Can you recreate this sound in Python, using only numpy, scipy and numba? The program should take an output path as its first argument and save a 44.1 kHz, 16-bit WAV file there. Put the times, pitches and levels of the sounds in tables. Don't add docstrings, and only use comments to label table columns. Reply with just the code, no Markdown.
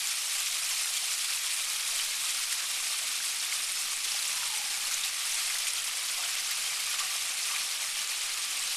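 import sys
import numpy as np
from scipy import signal
from scipy.fft import rfft, irfft
from scipy.io import wavfile
from numba import njit

SR = 44100
rng = np.random.default_rng(int(sys.argv[2]) if len(sys.argv) > 2 else 0)


def int16_out(signal):
    q = np.round(np.clip(np.atleast_2d(signal).T, -1, 1) * 32767)
    wavfile.write(sys.argv[1], SR, q.astype(np.int16))


N = 386316
TIME = np.arange(N) / SR
FREQS = np.maximum(np.fft.rfftfreq(2 * N, 1 / SR), 1)
TOP_HZ = 13930

# (t/s, relative level/dB)
STREAM_FLOW = [(0.01, -30.5), (0.33, -30), (1.12, -30.5), (1.93, -30), (3.77, -31), (4.33, -30),
               (4.64, -31), (4.88, -29.5), (5.12, -31.5), (5.37, -29), (5.68, -30.5), (5.98, -31.5),
               (6.17, -30.5), (7.04, -30.5), (7.42, -31.5), (7.56, -30.5), (7.7, -31), (8.48, -31.5),
               (8.76, -30.5)]
# (f/Hz, relative level/dB)
SPLASH_TONE = [(150, -39.5), (300, -30), (500, -16.5), (800, -13.5), (1400, -7.5), (1750, -5), (2250, 1),
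               (4000, 1.1), (6500, -0.5), (9000, 0), (9700, -2), (10900, -2.5), (12400, -11),
               (13900, -13.5)]
# (f/Hz, width/Hz, boost/dB)
BASIN_RINGS = [(1195, 340, 5.5), (2440, 150, 1.5), (5320, 480, 1.5), (8550, 290, 1)]
# (t/s, peak level/dB, f/Hz, length/cycles)
HARD_DROPS = [(0.0721, -17, 7000, 20), (0.383, -21, 7970, 23), (0.4020, -21, 7020, 30),
              (0.858, -18, 9880, 30), (0.8586, -32, 1400, 13), (0.9407, -18, 7600, 16),
              (0.9743, -24, 3350, 32), (1.0255, -43, 770, 21), (1.0385, -41, 775, 14),
              (1.3020, -25, 4730, 45), (1.361, -21, 8570, 30), (1.6477, -22, 7700, 26),
              (1.9156, -21, 8600, 22), (1.961, -24, 7560, 45), (1.9980, -24, 2950, 30),
              (2.0165, -24, 4750, 36), (2.306, -20.5, 5870, 30), (3.2552, -22, 8800, 48),
              (3.2779, -23, 7900, 28), (3.5414, -24, 8000, 28), (2.5265, -29, 1870, 17),
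              (2.5283, -18, 7600, 20), (3.203, -30.5, 1560, 18), (3.4055, -21, 5190, 18),
              (3.5244, -22.5, 2120, 27), (3.6354, -21, 9300, 24), (3.7221, -18, 9700, 28),
              (4.1194, -18, 5250, 18), (4.146, -41, 760, 12), (4.1911, -21, 3980, 22),
              (4.2788, -20, 7760, 22), (4.4297, -33, 1736, 18), (4.432, -33, 1350, 23),
              (4.8550, -24, 4200, 28), (4.9427, -13, 7000, 16), (5.3247, -24, 6100, 30),
              (5.3454, -13, 8300, 11), (5.4681, -26, 9000, 54), (5.501, -28, 2020, 21),
              (5.555, -29, 1890, 15), (5.670, -24, 3050, 30), (5.6836, -16, 8000, 17),
              (5.682, -28, 2400, 28), (5.7349, -19, 9700, 42), (5.9720, -24, 8060, 20),
              (6.234, -33, 1380, 16), (6.332, -23, 5370, 30), (6.6232, -23, 8850, 36),
              (6.9058, -22, 10300, 32), (6.9415, -30, 1380, 15), (6.960, -36, 1460, 13),
              (6.9920, -19, 6750, 20), (7.0023, -35, 1140, 36), (7.502, -36, 1540, 26),
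              (7.5351, -40, 1140, 21), (7.5632, -24, 2280, 21), (7.6651, -26, 5310, 26),
              (7.723, -21, 4800, 20), (8.0742, -23, 7170, 36), (8.217, -21, 7220, 28),
              (8.5953, -21, 7380, 22), (8.6380, -19, 7550, 22)]
# (t/s, relative level/dB,
# middle f/Hz, spread/octaves, length/s)
SPLASH_BURSTS = [(0.46, -30, 4260, 0.65, 0.023), (0.965, -34, 3300, 0.18, 0.012),
                 (0.966, -32, 7500, 0.31, 0.017), (1.285, -46, 1600, 0.16, 0.036),
                 (1.92, -54, 670, 0.071, 0.067), (1.994, -40, 3120, 0.19, .012),
                 (2.52, -31, 7100, 0.58, 0.015), (2.593, -45.5, 1610, 0.25, 0.062),
                 (3.01, -54, 636, 0.048, 0.037), (3.243, -37, 8660, 0.15, 0.036),
                 (4.912, -33, 6900, 0.53, 0.019), (4.909, -43, 1600, 0.33, 0.026),
                 (5.035, -30.5, 5050, 0.72, 0.026), (5.584, -31, 6500, 0.45, 0.0096),
                 (5.667, -36, 2900, 0.27, 0.021), (5.668, -33, 7200, 0.38, 0.02),
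                 (6.169, -48, 905, 0.26, 0.093), (6.507, -30.5, 5000, 0.78, 0.021),
                 (6.936, -47, 1720, 0.31, 0.041), (6.986, -32, 3080, 0.47, 0.022),
                 (6.993, -35, 7440, 0.3, 0.017), (6.995, -35, 5100, 0.2, 0.015),
                 (6.999, -48, 1160, 0.04, 0.065), (7.52, -46, 1210, 0.055, 0.031),
                 (7.544, -43, 2255, 0.15, .03)]
# (t/s, f/Hz, typical bubble level/dB)
GURGLE_PATH = [(4.28, 1030, -56), (4.43, 950, -49), (4.55, 870, -46), (4.72, 825, -55), (4.92, 780, -59)]
# (t/s, typical level/dB)
CUP_LEVEL = [(0.0, -76), (6.2, -67), (6.8, -60.5), (8.76, -62.5)]
# (t/s, peak level/dB of a bubble at the highest pitch)
BURBLE_LEVEL = [(0.0, -58), (0.42, -84), (0.55, -59.5), (1.35, -61.5), (2.7, -59.5), (3.7, -57), (4.9, -55),
                (5.2, -65), (6.2, -57), (7.1, -59), (8.76, -57)]
# (f/Hz, relative level/dB)
AIR_TONE = [(15, 12.5), (30, -14), (43, 1.5), (56, -10), (85, -11.5), (125, -7.5), (170, -5.5), (250, -33),
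            (500, -16), (2000, -59)]
# (t/s, relative level/dB)
AIR_SWELL = [(0.35, -2), (0.5, -1), (0.72, -3), (0.9, -1), (1.7, -5), (1.92, 3), (2.25, -5), (2.45, -1),
             (2.8, -1), (3.3, -7), (3.85, -2), (4.65, -4), (4.85, 2), (5.18, -3), (5.35, 3), (5.95, -5),
             (6.2, -4), (7.05, -0.5), (7.5, -4), (8.2, -2)]


def stream():
    surge = np.clip(wander(count=520), -2, 1.2)
    fizz = patter(surge, count=120000, cycles=10.5, scatter_db=5, cap_db=3,
                  rise=0.06, onset=0.053, surge_db=1.12)
    ticks = patter(surge, count=17000, cycles=3.2, scatter_db=3, cap_db=7.5,
                   rise=0.074, onset=0.072, surge_db=1.2)
    plinks = patter(surge, count=8000, cycles=30.5, scatter_db=3, cap_db=9.5,
                    rise=0.14, onset=0.078, surge_db=1.4)
    pings = patter(surge, count=3000, cycles=200, scatter_db=2, cap_db=9.5,
                   rise=0.058, onset=0.042, surge_db=0.5, low_hz=1308.7)
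    water = level(fizz, -4) + level(ticks, -10) + level(plinks, -10.5) + level(pings, -12)
    basin_db = sum(db / (1 + (2 * (FREQS - hz) / width) ** 2) for hz, width, db in BASIN_RINGS)
    return level(colour(water, spectrum(SPLASH_TONE) + basin_db), -32.5)


def patter(surge, count, cycles, scatter_db, cap_db, rise, onset, surge_db, low_hz=170):
    darken_db_per_octave_s, pivot_hz = 0.1253, 4500
    when, pitch, sign = rng.random((count, 3)).T
    ring, force = rng.standard_normal(count), rng.exponential(size=count)
    start = when * N / SR
    hz = (np.sqrt(low_hz) + pitch * (np.sqrt(TOP_HZ) - np.sqrt(low_hz))) ** 2
    ring_cycles = cycles * np.exp(0.41 * ring)
    flow_db = read(STREAM_FLOW, start)[0]
    darken_db = darken_db_per_octave_s * np.log2(pivot_hz / hz) * (start - TIME.mean())
    db = flow_db - flow_db.mean() + darken_db + surge_db * np.interp(start, TIME, surge)
    db += np.minimum(scatter_db * force, cap_db)
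    balance = hz ** (3 / 4) / np.sqrt(ring_cycles)
    return bubbles(start, hz, ring_cycles, np.sign(sign - 0.5) * balance * undb(db), rise, onset)


@njit
def bubbles(start, hz, cycles, strength, rise, onset):
    out = np.zeros(N)
    decay = 5.76
    ratio = 1 / (decay * onset)
    peak = ratio / (1 + ratio) ** (1 + 1 / ratio)
    for k in range(len(start)):
        first, life = int(start[k] * SR), int(cycles[k] * SR / hz[k]) + 2
        turn = 2 * np.pi * hz[k] / SR
        tone = strength[k] / peak + 0j
        step = np.exp(1j * turn - decay / life)
        glide = np.exp(1j * turn * rise / life)
        muted, release = 1., np.exp(-1 / (onset * life))
        for i in range(max(first, 0), min(first + life, N)):
            tone *= step
            step *= glide
            muted *= release
            out[i] += tone.imag * (1 - muted)
    return out


def drops():
    start, db, hz, cycles = np.transpose(HARD_DROPS).copy()
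    return bubbles(start, hz, cycles, undb(db), rise=0.094, onset=0.037)


def splats(count=44, cycles=12., scatter_db=1, fade_db=7, gain_db=-2):
    out = np.zeros(N)
    for start, db, middle_hz, spread, length in SPLASH_BURSTS:
        pitch, force = rng.standard_normal((count, 2)).T
        age = (np.arange(count) + rng.random(count)) / count
        hz = np.minimum(middle_hz * 2 ** (spread * np.clip(pitch, -2, 2)), TOP_HZ)
        strength = np.sqrt(hz) * undb(scatter_db * force - fade_db * age)
        burst = bubbles(start + length * age, hz, np.full(count, cycles), strength, rise=0.14, onset=0.13)
        out += burst * undb(db + gain_db) * np.sqrt(length * SR / np.sum(burst ** 2))
    return out


def hollow(splashing, middle_hz=790, slosh_octaves=0.083):
    hz = middle_hz * 2 ** (slosh_octaves * wander(count=40))
    return resonate(splashing, hz, width_hz=48)


def gurgle(count=80, spread=0.038, cycles=36., jitter_s=0.0042, scatter_db=1.5):
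    start = np.linspace(GURGLE_PATH[0][0], GURGLE_PATH[-1][0], count)
    start += jitter_s * rng.standard_normal(count)
    middle_hz, db = read(GURGLE_PATH, start)
    pitch, softness = rng.standard_normal((count, 2)).T
    hz = middle_hz * np.exp(spread * pitch)
    strength = undb(db - scatter_db * softness)
    return bubbles(start, hz, np.full(count, cycles), strength, rise=0.027, onset=0.09)


def plops(count=50, cycles=24., middle_hz=1860, spread_octaves=0.54, middle_db=-46, scatter_db=2):
    start = rng.random(count) * N / SR
    pitch, force = rng.standard_normal((count, 2)).T
    octaves = spread_octaves * np.clip(pitch, -2, 2)
    db = middle_db + 8 * octaves + scatter_db * force
    return bubbles(start, middle_hz * 2 ** octaves, np.full(count, cycles), undb(db), rise=0.44, onset=0.08)


def cup(water, hz=1173, slosh_octaves=0.002, waver_db=2.5):
    ring = resonate(water, hz * 2 ** (slosh_octaves * wander(count=50)), width_hz=16)
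    ring = signal.lfilter(*signal.iirpeak(hz, 2, fs=SR), ring)
    db = read(CUP_LEVEL, TIME)[0] + waver_db * wander(count=60)
    return level(ring, 0) * undb(db)


def burble(count=300, low_hz=105, high_hz=420, cycles=6.):
    when, pitch = rng.random((count, 2)).T
    start = (np.arange(count) + when) / count * N / SR
    hz = low_hz + pitch * (high_hz - low_hz)
    strength = undb(read(BURBLE_LEVEL, start)[0]) * (hz / high_hz) ** (2 / 3)
    return bubbles(start, hz, np.full(count, cycles), strength, rise=0.2, onset=0.31)


def add_echoes(water, fade_s=0.067, echo_db=-10):
    edges_hz = np.geomspace(400, TOP_HZ, 10)
    keep = np.exp(-2 * np.log(1000) / (fade_s * SR))
    tail = 0
    for band in zip(edges_hz, edges_hz[1:]):
        bandpass = signal.butter(2, band, "band", fs=SR, output="sos")
        energy = signal.lfilter([1 - keep], [1, -keep], signal.sosfilt(bandpass, water) ** 2)
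        noise = level(signal.sosfilt(bandpass, rng.standard_normal(N)), 0)
        tail += np.sqrt(energy) * noise
    return water + undb(echo_db) * tail


def air():
    rumble = colour(rng.standard_normal(N), spectrum(AIR_TONE))
    return level(rumble * undb(read(AIR_SWELL, TIME)[0]), -66)


def resonate(x, hz, width_hz):
    turn = np.exp(2j * np.pi * np.cumsum(hz) / SR)
    keep = np.exp(-np.pi * width_hz / SR)
    return 2 * np.real(turn * signal.lfilter([1 - keep], [1, -keep], x / turn))


def colour(x, db):
    cepstrum = irfft(np.log(undb(db)))
    cepstrum[1:N] *= 2
    cepstrum[N + 1:] = 0
    return irfft(rfft(x, 2 * N) * np.exp(rfft(cepstrum)))[:N]


def spectrum(points):
    hz, db = np.transpose(points)
    return np.interp(np.log(FREQS), np.log(hz), db)


def wander(count):
    return np.interp(TIME, np.linspace(0, N / SR, count), rng.standard_normal(count))


def read(table, at):
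    times, *columns = np.transpose(table)
    return [np.interp(at, times, column) for column in columns]


def level(x, db):
    return x * undb(db) / np.sqrt(np.mean(x ** 2))


def undb(db):
    return 10 ** (np.asarray(db) / 20)


def scene():
    splashing = stream()
    water = splashing + hollow(splashing) + drops() + splats() + gurgle() + plops()
    mono = add_echoes(water) + cup(water) + burble() + air()
    return np.array([mono, mono])


def record(dry):
    return signal.sosfilt(signal.ellip(12, 0.1, 80, TOP_HZ, fs=SR, output="sos"), dry)


dry = scene()
out = record(dry)
int16_out(out)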